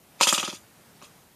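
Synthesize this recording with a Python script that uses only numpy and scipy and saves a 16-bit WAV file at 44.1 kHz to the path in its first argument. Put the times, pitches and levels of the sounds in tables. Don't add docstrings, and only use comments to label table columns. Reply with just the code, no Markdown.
import sys
import numpy as np
from scipy import signal
from scipy.io import wavfile
from scipy.ndimage import uniform_filter1d

SR = 44100
rng = np.random.default_rng(int(sys.argv[2]) if len(sys.argv) > 2 else 0)


def how_loud(loudness_db):
    steps = np.asarray(loudness_db, float) / 20
    return 10 ** steps


def unload_audio(sound):
    columns = np.transpose(np.atleast_2d(sound))
    steps = np.round(np.clip(columns, -1, 1) * 32767)
    wavfile.write(sys.argv[1], SR, steps.astype(np.int16))


N = 59535

# freq_hz, density_db
HISS_SPECTRUM = [(15, -57), (25, -50), (95, -4.5), (176, -3.5), (373, -8), (879, -12), (1240, -13.5),
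                 (13800, -26), (15000, -25)]
# time_s, level_db
MURMUR_DRIFT = [(0, -8), (.3, -1.5), (.7, -5), (1.1, -3.5), (1.35, -8)]
# time_s, level_db
ARM_SWING = [
    (.17, -78),
    (.19, -51),
    (.2, -38),
    (.205, -25),
    (.21, -62),
    (.215, -80),
]
# start_s, knock_db, thump_db, chatter_db, chatter_colour_hz
LANDINGS = [
    (0.2101, -8, -30.5, -17.5, 4300),
    (.2705, -10, -28.5, -19, 5400),
    (0.3261, -9, -24, -24, 5600),
    (0.3783, -15, -30, -28.5, 3820),
    (.4290, -20.5, -30, -31.5, 3520),
    (0.478, -21, -27.5, -37.5, 3900),
    (.5270, -27.5, -33, -42.5, 4800),
    (1.0156, -35, -75, -77, 4370),
    (1.0230, -44, -43.5, -51, 5200),
]
# start_s, level_db, pitch_hz, knock_db
CLACKS = [(.2030, -34, 6550, -24), (.2099, -10, 988, -54), (0.2103, -7.5, 7160, -40),
          (0.2102, -14, 2700, -48), (.2155, -15, 3580, -48), (0.2302, -10.5, 2810, -19.5),
          (0.2348, -11.5, 4880, -38), (.2712, -11, 3100, -49), (0.275, -12, 3450, -25),
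          (.2880, -11.5, 3100, -17.5), (0.2999, -12, 6700, -32), (0.3269, -8.5, 7200, -46),
          (.3290, -20, 590, -48), (.3320, -6, 7900, -28), (0.3402, -14.5, 4640, -32),
          (.3460, -12.5, 3546, -41), (0.3802, -15, 2777, -34), (.3810, -19, 6900, -39),
          (.3958, -21, 2900, -33), (.3995, -13, 3300, -25), (.4315, -25, 6700, -19.5),
          (0.437, -21, 3130, -28.5), (0.479, -21.5, 6900, -36), (0.499, -27.5, 4360, -34.5),
          (.5310, -38, 6850, -57), (1.0163, -41.5, 2720, -70), (1.0235, -37, 1110, -80),
          (1.0228, -42, 5650, -70), (1.0325, -57, 2870, -40), (1.0400, -45, 4460, -64)]
# freq_hz, level_db, t60_s
BASE_MODES = [(327.6, -12.5, 0.06), (590, -7, 0.057), (838, -6, 0.022), (1005, 2.5, 0.015),
              (1224, 4, 0.017), (1602, -12, .02)]
# freq_hz, level_db, t60_s
BRICK_MODES = [(1320, 1.5, 0.0081), (1830, -6.5, 0.0074), (2482, 0.5, 0.012), (2735, -4.5, 0.029),
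               (3100, -2, 0.016), (3448, -2.5, 0.023), (4070, -3, 0.013), (4805, -2.5, 0.017),
               (5590, -1, 0.0074), (6395, -1.5, 0.018), (7255, 4, 0.0095), (8520, 4.5, 0.0046),
               (9940, 2, 0.0036), (11780, 0, 0.0035)]
# freq_hz, t60_s
ROOM_DECAY = [(200, 0.059), (1000, 0.23), (4000, 0.11), (12000, 0.36)]

HISS_DB, ROOM_DB = -54.5, -6
CHATTER_PER_S, UNEVEN_DB, SWING_COLOUR_HZ = 8000, 3.5, 2950
BRICK_COPIES, BRICK_DETUNE, BASE_DETUNE = 6, 0.062, 0.016
FOCUS_DB = 3.5
AIR_DB, AIR_HZ = -3, 8900
SETTLE_DB, SETTLE_S = 5.5, 0.015
SWELL_WAIT_S, SWELL_RISE_S, SWELL_FALL_S = 0.019, 0.003, 0.013
CLACK_RISE_S, KNOCK_RISE_S = 0.00043, 0.00014
SOFTEN_S = 0.00021
THUMP_HZ, THUMP_S, THUMP_WAIT_S = 200, 0.011, 0.00012
THUMP_LAG_S = 0.00046
LOW_CUT_HZ, EDGE_HZ, RING_SAMPLES = 264, 14700, 2500
GATE_TOP_HZ, GATE_TOP_DB, GATE_BASS_HZ, GATE_BASS_DB = 11400, -18, 130, -11


def evened(x):
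    return x / np.sqrt(np.mean(x ** 2) + 1e-20)


def read(points, hz):
    f, value = np.transpose(points)
    return np.interp(np.log(hz + 1), np.log(f + 1), value)


def add(mix, start_s, sound):
    part = mix[round(start_s * SR):][:len(sound)]
    part += sound[:len(part)]


def high_pass(x, hz):
    return signal.sosfilt(signal.butter(2, hz, "high", fs=SR, output="sos"), x)


def ring(hz, level_db, t60_s, rise_s=1 / SR):
    t = np.arange(RING_SAMPLES) / SR
    return how_loud(level_db - 60 * t / t60_s) * np.sin(2 * np.pi * hz * t) * (1 - np.exp(-t / rise_s))


def hiss():
    frames, hz = N // 256 + 5, np.fft.rfftfreq(1024, 1 / SR)
    real, imag, patches = rng.standard_normal((frames, 513, 3)).T
    patches = evened(uniform_filter1d(uniform_filter1d(patches, 10, 0), 10, 1))
    drift_db = np.interp(np.arange(frames) * 256 / SR, *np.transpose(MURMUR_DRIFT))
    drift_db = drift_db / (1 + (hz[:, None] / 8000) ** 4)
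    z = (real + 1j * imag) * how_loud(read(HISS_SPECTRUM, hz)[:, None] + 1.1 * patches + drift_db)
    noise = signal.istft(z, nperseg=1024, noverlap=768)[1][:N]
    return how_loud(HISS_DB) * evened(noise)


def chatter(level, colour_hz):
    hits = (rng.random(N) < CHATTER_PER_S / SR) * rng.choice([-1, 1], N)
    hits = level * hits * how_loud(UNEVEN_DB * np.minimum(rng.exponential(1, N), 3))
    modes = BRICK_COPIES * BRICK_MODES
    which = rng.integers(0, len(modes), N)
    detune = BRICK_DETUNE * rng.uniform(-1.13, 1, len(modes))
    rings = np.zeros(N)
    for k, (hz, db, t60_s) in enumerate(modes):
        focus = how_loud(-FOCUS_DB * np.log2(hz / colour_hz) ** 2)
        mode = ring(hz * (1 + detune[k]), db, t60_s)
        rings += signal.oaconvolve(hits * (which == k) * focus, mode)[:N]
    return how_loud(-11) * (rings + how_loud(AIR_DB) * high_pass(hits, AIR_HZ))


def clack(level_db, hz, luck):
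    t60_s = 0.017 * (3000 / hz) ** 0.13
    out = ring(hz * 1.7, level_db - 20, 0.007)
    for a, b, _ in luck[::2]:
        out = out + ring(hz * (1 + 0.059 * a), level_db - 8.5 + 3 * b, t60_s, CLACK_RISE_S)
    return out


def knock(level_db, luck, uneven_db=3):
    rise_s = abs(KNOCK_RISE_S - SOFTEN_S * level_db / 10)
    out = np.zeros(RING_SAMPLES)
    for (hz, db, t60_s), (a, b, _) in zip(BASE_MODES, luck):
        out += ring(hz * (1 + BASE_DETUNE * a), level_db + db + uneven_db * b - 6.5, t60_s, rise_s)
    return out


def thump(level_db):
    t = np.arange(0, THUMP_S, 1 / SR)
    cycles = np.sin(2 * np.pi * THUMP_HZ * t) + 0.49 * np.sin(2 * np.pi * THUMP_HZ * 1.548 * t)
    return -how_loud(level_db + 4.5) * np.sin(np.pi * t / THUMP_S) ** 2 * cycles


def trap():
    out, t = np.zeros(N), np.arange(N) / SR
    shake = how_loud(np.interp(t, *np.transpose(ARM_SWING), left=-120, right=-120))
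    colour_hz = SWING_COLOUR_HZ * np.ones(N)
    luck = rng.uniform(-1.5, 1, (len(LANDINGS), len(BASE_MODES), 3))
    for (start_s, knock_db, thump_db, chatter_db, hz), row in zip(LANDINGS, luck):
        add(out, start_s, knock(knock_db, row))
        add(out, start_s + THUMP_WAIT_S - THUMP_LAG_S * knock_db / 10, thump(thump_db))
        u = np.clip(t - start_s - SWELL_WAIT_S, -1, 1)
        swell = 2 / (np.exp(-u / SWELL_RISE_S) + np.exp(u / SWELL_FALL_S))
        settle = how_loud(SETTLE_DB) * np.exp(-abs(t - start_s) / SETTLE_S)
        shake = shake + how_loud(chatter_db) * (t > start_s) * (swell + settle)
        colour_hz = np.where(t > start_s, hz, colour_hz)
    luck = rng.uniform(-1, 1, (len(CLACKS), len(BASE_MODES), 3))
    for (start_s, level_db, hz, knock_db), row in zip(CLACKS, luck):
        add(out, start_s, clack(level_db, hz, row) + knock(knock_db, row))
    return high_pass(out + chatter(shake, colour_hz), LOW_CUT_HZ)


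def room(x):
    taps = np.zeros(SR // 2)
    at = np.arange(200, SR // 2 - 20, 20)
    taps[at + rng.integers(0, 20, len(at))] = rng.choice([-1., 1.], len(at))
    hz, t, z = signal.stft(taps, SR, nperseg=256)
    tail = signal.istft(z * how_loud(-60 * t / read(ROOM_DECAY, hz)[:, None]), SR, nperseg=256)[1]
    return signal.fftconvolve(x, tail / np.linalg.norm(tail))[:N]


def scene():
    dry = trap()
    return (dry + how_loud(ROOM_DB) * room(dry) + hiss())[None]


def gate_edges(x):
    hz, _, z = signal.stft(x, SR, nperseg=1024)
    hz = hz[:, None]
    power = abs(z) ** 2
    middle = power[:, 40:200].mean(1, keepdims=True)
    top_db = 10 * np.log10(uniform_filter1d(power, 12, 1) / middle + 1e-12)
    bass_db = 10 * np.log10(power / middle + 1e-12)
    top = np.where(hz > GATE_TOP_HZ, np.clip((top_db - GATE_TOP_DB) / 2, 0, 1), 1)
    bass = np.where(hz < GATE_BASS_HZ, np.clip((bass_db - GATE_BASS_DB) / 2, 0, 1), 1)
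    return signal.istft(z * top * bass, SR, nperseg=1024)[1][:, :N]


def band_limit(x):
    return signal.sosfilt(signal.butter(12, 15420, fs=SR, output="sos"), x)


def record(dry):
    low_pass = signal.firwin(511, EDGE_HZ, window=("kaiser", 9), fs=SR)
    mix = gate_edges(signal.oaconvolve(dry, low_pass[None], "same"))
    return band_limit(mix)


dry = scene()
out = record(dry)
unload_audio(out)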